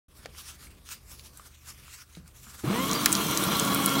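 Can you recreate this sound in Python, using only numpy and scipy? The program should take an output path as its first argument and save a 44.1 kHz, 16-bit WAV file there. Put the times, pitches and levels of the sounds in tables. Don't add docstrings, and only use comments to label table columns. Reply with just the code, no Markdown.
import sys
import numpy as np
from scipy import signal
from scipy.fft import rfft, irfft, next_fast_len
from scipy.io import wavfile
from scipy.ndimage import uniform_filter1d, map_coordinates

SR = 44100
rng = np.random.default_rng(int(sys.argv[2]) if len(sys.argv) > 2 else 0)


def waveform_to_disk(signal):
    frames = np.transpose(np.atleast_2d(signal))
    scaled = np.clip(frames, -1, 1) * 32767
    samples = np.round(scaled).astype(np.int16)
    wavfile.write(sys.argv[1], SR, samples)


def nominal_scale(level):
    x = np.asarray(level, float) / 20
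    return 10 ** x


N = 176400
T = np.arange(N) / SR
START_S = 2.634
FULL_HZ = 285
SNAP_WIDE_DB, SNAP_Q = -26, 2.8


def unit(x):
    return x / np.sqrt(np.mean(x ** 2) + 1e-20)


def along(points, hz):
    f, v = np.transpose(points)
    return np.interp(np.log(hz + 1), np.log(f + 1), v)


def curves(rows):
    s, *cols = np.transpose(rows)
    return [np.interp(T, s, c) for c in cols]


def wobble(rate):
    coarse = T[::32]
    knots = rng.standard_normal(int(N * rate / SR) + 4)
    return np.interp(T, coarse, map_coordinates(knots, [coarse * rate]))


def filtered(x, response):
    m = next_fast_len(len(x) + 8192)
    return irfft(rfft(x, m) * response(np.fft.rfftfreq(m, 1 / SR)), m)[:len(x)]


def band(f, hz, width):
    return 1j * f * width / (hz * hz - f * f + 1j * f * width)


def resonances(f, modes):
    return sum((-1) ** k * nominal_scale(db) * band(f, hz, width) for k, (hz, width, db) in enumerate(modes))


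def grit(rate, spread_db, share):
    size_db = spread_db * np.minimum(rng.exponential(size=N), 2.5)
    hits = (rng.random(N) < rate / SR) * nominal_scale(size_db) * rng.uniform(-1.03, 1, N)
    share = np.clip(share, 0, 1)
    return np.sqrt(share) * unit(hits) + np.sqrt(1 - share) * rng.standard_normal(N)


def patchy(x, bins, frames):
    z = signal.stft(x, nperseg=256)[2]
    field = uniform_filter1d(uniform_filter1d(rng.standard_normal(z.shape), bins, 0), frames, 1)
    return unit(signal.istft(z * nominal_scale(2.6 * unit(field)), nperseg=256)[1][:N])


def clicks(rows, wide_db, q):
    lag_s = .0009
    out, t = np.zeros(N + SR), np.arange(SR // 10) / SR
    for (s, db, hz, t60), noise in zip(rows, rng.standard_normal((len(rows), len(t)))):
        def colour(f):
            ring = nominal_scale(wide_db) + band(f, hz, hz / q)
            low_cut = 1j * f / (1j * f + .5 * hz)
            high_cut = 1 / (1 + 1j * f / (2 * hz))
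            return ring * (low_cut * high_cut) ** 2

        burst = filtered(noise * nominal_scale(-60 * t / max(t60, .002)), colour)
        out[round((s + lag_s) * SR):][:len(t)] += nominal_scale(db) * burst / np.abs(burst).max()
    return out[:N]


def hum():
    # f/Hz, density/dB
    rumble_curve = [(15, -17), (30, -20), (48, 0.5), (96, -9.5), (124, -9.5), (395, -21), (900, -30.5),
                    (1170, -23), (1980, -120)]
    # f/Hz, rms level/dB
    fan_tones = [(75.4, -59), (123, -68)]
    rumble = unit(filtered(rng.standard_normal(N), lambda f: nominal_scale(along(rumble_curve, f))))
    out = nominal_scale(-56.5 + 3.4 * wobble(4.47)) * rumble
    for hz, db in fan_tones:
        out = out + np.sqrt(2) * nominal_scale(db + 3.5 * wobble(6.09)) * np.sin(2 * np.pi * hz * T)
    return out


def rustle():
    # peak t/s, width/s, level/dB, brightness centre f/Hz
    strokes = [(0.191, 0.038, -53, 6700.0), (0.258, 0.044, -56, 3240), (0.396, 0.035, -42.5, 6700),
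               (0.487, 0.09, -37.5, 5450), (0.645, 0.053, -47, 7100.0), (0.711, 0.011, -53, 5300.0),
               (0.751, 0.032, -72, 5100.0), (0.923, 0.09, -35.5, 6500), (1.12, 0.09, -42.5, 6750),
               (1.198, 0.019, -46, 4300.0), (1.264, 0.03, -43, 5000), (1.374, 0.068, -47.5, 7600.0),
               (1.454, 0.033, -48.5, 7040), (1.555, 0.02, -67, 3500.0), (1.694, 0.09, -40, 7700.0),
               (1.796, 0.035, -50.5, 7100.0), (1.94, 0.09, -48.5, 6100.0), (2.025, 0.022, -50, 5600.0),
               (2.155, 0.037, -50.5, 4800.0), (2.281, 0.026, -61, 7600.0), (2.371, 0.03, -54.5, 8000.0),
               (2.45, 0.016, -71, 7800.0), (2.504, 0.021, -54, 6940), (2.605, 0.025, -53, 6700.0)]
    more_strokes = [
        (.44, 0.17, -53.5, 3430),
        (.55, 0.025, -54, 4500),
        (.8, 0.098, -63.5, 5000),
        (1.55, 0.067, -59.5, 2500),
        (1.89, 0.066, -46, 4200),
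        (1.98, 0.047, -46.5, 6000),
        (2.1, 0.011, -60.5, 12000),
        (2.42, 0.1, -56.5, 7700),
        (2.549, 0.11, -44, 7050),
        (2.65, 0.058, -49.5, 6950),
    ]
    # f/Hz, density/dB
    sheet_curve = [(200, -20), (400, -15), (777, -10.5), (1310, 2), (1840, -2), (2880, -2), (12500, -5),
                   (16000, -9)]
    widest_s, fall_over_rise = 0.048, 0.86
    base = filtered(grit(2500, 4.6, share=0.17), lambda f: nominal_scale(along(sheet_curve, f)))
    base = patchy(base, bins=6, frames=24) * nominal_scale(1.88 * wobble(60))
    out = nominal_scale(-64.5 + 0.15 * wobble(5.8)) * base
    for s, width, db, hz in [(s, min(w, widest_s), db, hz) for s, w, db, hz in strokes] + more_strokes:
        a, b = int((s - .15) * SR), int((s + 0.16) * SR)
        t = (T[a:b] - s) / (0.94 * width)
        swell = np.exp(-np.where(t > 0, t / fall_over_rise, t) ** 2)
        tint = filtered(base[a:b], lambda f: nominal_scale(4 * np.exp(-np.log2((f + 1) / hz) ** 2)))
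        out[a:b] += nominal_scale(db - 7) * swell * unit(tint)
    return out


def ticks():
    # t/s, peak level/dB, ring f/Hz, t60/s
    buckles = [
        (0.256, -31.5, 530, 0.012),
        (0.889, -29, 2580, 0.0088),
        (1.194, -31.5, 3130, 0.0066),
        (1.372, -35, 10000, 0.021),
        (1.395, -38, 1140, 0.021),
        (1.88, -43, 1430, 0.0077),
        (2.15, -36.5, 3930, 0.016),
        (2.17, -41, 301, 0.0098),
        (2.277, -39.5, 7360, 0.019),
    ]
    # t/s, peak level/dB, ring f/Hz, t60/s
    bodies = [(.2575, -30, 2000, .015), (.2575, -32, 5000, .012), (.249, -40, 3500, .03),
              (.347, -46, 1100, .015), (.668, -44, 2200, .015), (2.466, -44, 1300, .07),
              (3.0582, -2, 11500, .006), (3.059, -11, 1700, .03), (3.0588, -8, 6500, .008),
              (3.1195, -12, 8000, .005), (3.8595, -8, 13000, .006)]
    return clicks(buckles, wide_db=-10, q=2.2) + clicks(bodies, SNAP_WIDE_DB, SNAP_Q)


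def thump():
    # t/s, level/dB, f/Hz, hold/s, t60/s
    bumps = [
        (0.652, -52.5, 210, .01, .04),
        (2.171, -40.5, 166, 0.029, 0.015),
        (2.468, -50, 230, 0.013, 0.054),
        (2.641, -22.5, 314, 0.0048, 0.023),
    ]
    out = 0
    for s, db, hz, hold, t60 in bumps:
        t = np.clip(T - s, 0, None)
        fall_db = -60 * np.clip(t - hold, 0, None) / t60
        out = out + nominal_scale(db + fall_db) * (1 - np.exp(-t / 0.0012)) * np.sin(2 * np.pi * hz * t)
    return out


def housing(f):
    # f/Hz, width/Hz, level/dB
    shell_modes = [(428, 42, -13), (955, 29, 1), (1111, 93, -3.5), (1370, 38, 2), (2165, 150, -17.5),
                   (2480, 23, -9), (2884, 48, -15.5), (3244, 85, -5.5), (4073, 105, -9), (5900, 130, -13)]
    return resonances(f, shell_modes)


def shaft_whine(turn, shaft_hz, gear):
    # multiple of shaft speed, level/dB, change during run-up/dB
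    orders = [(2, 7, -2), (4, -2, 3), (5, -9, -3), (8, 1, 6), (10, -8, 1), (11, -1, -4), (12, 1, -4),
              (20, -3, -6)]
    grid = np.arange(1, 8000, 5.)
    lift = np.abs(housing(grid))
    run_up = np.exp(-((T - 2.83) / .09) ** 4)
    out = 0
    for k, db, surge_db in orders:
        level = nominal_scale(db + surge_db * run_up + 1.8 * wobble(14) + 1.5 * wobble(60))
        if k == 5:
            level = level * gear
        tone = np.sin(round(k) * turn + rng.uniform(0, 2 * np.pi))
        out = out + level * tone * (nominal_scale(-23) + np.interp(round(k) * shaft_hz, grid, lift))
    return out


def gear_shake(speed, gear, ripple, ripple_depth):
    # f/Hz, density/dB
    gear_curve = [(35, -50), (70, -21.5), (186, 0), (504, -11), (1140, -8), (1840, -16), (3270, -18.5),
                  (5000, -36), (6500, -42), (11000, -120)]
    # f/Hz, width/Hz, level/dB
    bin_modes = [(175, 46, -4.5), (244.5, 6.2, 5.5), (325, 17, -6.5), (410, 15, -1.5), (445, 15, -9),
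                 (678, 13, -3.5)]
    knocks = grit(900, 3, share=0.54) * (1 + ripple_depth * ripple)
    body = unit(filtered(knocks, lambda f: nominal_scale(along(gear_curve, f))))
    body = body + nominal_scale(-0.5) * speed ** 2 * unit(filtered(knocks * gear, housing))
    body = body + nominal_scale(-2) * unit(filtered(knocks, lambda f: resonances(f, bin_modes)))
    boom = unit(filtered(knocks, lambda f: band(f, 159, 200) ** 2))
    shake = nominal_scale(0.68 * wobble(18) + 0.53 * wobble(70)) * unit(body)
    shake = shake + nominal_scale(-18 + 3 * wobble(7)) * boom
    return shake + nominal_scale(-15 + 3.1 * wobble(9)) * ripple


def singing_shell(load, speed, gear):
    # f/Hz, level over the housing/dB, share of the gear beat
    singing_modes = [(1385, -7, 1)]
    out = 0
    for hz, db, beat in singing_modes:
        level = (1 + beat * (gear - 1)) * nominal_scale(db + 1.3 * wobble(29.94))
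        out = out + level * np.sin(2 * np.pi * hz * np.cumsum(1 + .004 * wobble(40)) / SR)
    return load * speed ** 4 * out


def motor():
    # t/s, shaft speed/Hz, housing level/dB, unbalance level/dB, whine level/dB
    run = [(2.64, 92, -36, -41, -57), (2.67, 130, -34, -24.5, -42), (2.71, 190, -33, -25.5, -37),
           (2.745, 228, -30, -38, -32), (2.81, 264, -35, -22, -27.5), (2.9, 284, -32, -40.5, -40),
           (3.08, 296, -32, -40, -34.5), (3.3, 291, -32, -38, -34.5), (3.55, 284, -30.5, -38, -33.5),
           (3.75, 278, -30.5, -30.5, -30), (3.93, 273, -31.5, -29, -30.5), (4, 274, -29, -28.5, -31.5)]
    # t/s, share 0-1
    grip = [(3.3, .35), (3.75, 1)]
    mains_hz, ripple_depth = 120, .12
    gear_ratio, gear_peak_s, gear_depth = 11, 3.876, .75
    shaft_hz, body_db, spin_db, whine_db = curves(run)
    load, = curves(grip)
    speed = shaft_hz / FULL_HZ
    turn = 2 * np.pi * np.cumsum(shaft_hz * (1 + .0015 * wobble(30))) / SR
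    wheel = (turn - turn[round(gear_peak_s * SR)]) / gear_ratio
    gear = 1 + gear_depth * load * np.cos(wheel)
    ripple = np.sin(2 * np.pi * mains_hz * T)
    whine = nominal_scale(whine_db) * shaft_whine(turn, shaft_hz, gear)
    unbalance = nominal_scale(spin_db + 1.8 * wobble(24)) * np.sin(turn)
    shake = gear_shake(speed, gear, ripple, ripple_depth) + singing_shell(load, speed, gear)
    sound = (whine + unbalance) * (1 + ripple_depth * ripple) + nominal_scale(body_db) * shake
    return sound * np.clip((T - START_S) / 0.004, 0, 1)


def crunch():
    # t/s, level/dB
    cutter_load = [(2.64, -48), (2.72, -43), (2.85, -38), (3.04, -35.5), (3.5, -34.5), (4, -35)]
    # f/Hz, density/dB
    shred_curve = [(880, -23), (1500, -8.5), (1900, -15), (3300, -6), (4870, -10), (16000, -13)]
    load_db, = curves(cutter_load)
    fibres = grit(900, 0, share=nominal_scale(-7) ** 2) * nominal_scale(.9 * wobble(60))
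    fibres = patchy(filtered(fibres, lambda f: nominal_scale(along(shred_curve, f))), bins=3, frames=14)
    return nominal_scale(load_db + 3.0) * fibres * np.clip((T - START_S) / 0.029, 0, 1)


def snaps():
    # t/s, peak level/dB, ring f/Hz, t60/s
    cracks = [(2.8933, -19.5, 4050, 0.0094), (2.9124, -14.5, 5900, 0.022), (2.9306, -16, 6050, 0.012),
              (3.0576, -8.5, 4330, 0.018), (3.1264, -6.5, 7600, 0.014), (3.1508, -12, 5200, 0.0086),
              (3.2665, -20, 5800, 0.012), (3.3114, -16, 8900, 0.0049), (3.348, -20, 6000, .005),
              (3.4227, -21, 9000, .005), (3.3729, -10.5, 6700, 0.0086), (3.4375, -14, 9600, 0.01),
              (3.568, -16.5, 12000, .006), (3.5965, -8, 7200, 0.009), (3.612, -22, 11000, 0.0055),
              (3.6492, -18.5, 7940, .005), (3.7461, -7.5, 11400, 0.0064), (3.8926, -17, 6000, 0.0049),
              (3.8593, -8, 8500, 0.0072)]
    return clicks(cracks, SNAP_WIDE_DB, SNAP_Q)


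def squeak():
    # t/s, level/dB, f/Hz, length/s
    slips = [
        (2.962, -34, 4700, .03),
        (3.001, -37, 4590, .03),
    ]
    fall_hz_per_s = 1500
    out = 0
    for s, db, hz, length in slips:
        t = T - s
        level = nominal_scale(db + 7 * wobble(250)) * np.exp(-(t / (.5 * length)) ** 2)
        out = out + level * np.sin(2 * np.pi * (hz - .5 * fall_hz_per_s * t) * t)
    return out


def room(x):
    # f/Hz, t60/s
    decay = [(200, 0.38), (2000, 0.073), (12000, 0.037)]
    hz, t, z = signal.stft(rng.standard_normal(SR // 3), SR, nperseg=256)
    tail = signal.istft(z * nominal_scale(-60 * t / along(decay, hz)[:, None]), SR, nperseg=256)[1]
    return signal.fftconvolve(np.pad(x, (150, 0)), tail / np.linalg.norm(tail))[:N]


def scene():
    near = rustle() + ticks() + thump() + motor() + crunch() + snaps() + squeak()
    return (near + nominal_scale(-14.5) * room(near) + hum())[None]


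def top_cut(x):
    return signal.sosfilt(signal.butter(12, 17010, fs=SR, output="sos"), x)


def record(dry):
    top_hz, end_hz, gate_db = 15850, 16800, -36
    open_s, fade_s = .082, 0.004
    low = filtered(dry[0], lambda f: f < top_hz)
    top = filtered(dry[0], lambda f: f < end_hz) - low
    loud = uniform_filter1d(np.abs(top), size=64) > nominal_scale(gate_db)
    gate = np.clip(4 * uniform_filter1d(1. * loud, size=256), 0, 1)
    mix = (low + gate * top) * np.clip((T - open_s) / fade_s, 0, 1)
    return top_cut(mix[None])


dry = scene()
out = record(dry)
waveform_to_disk(out)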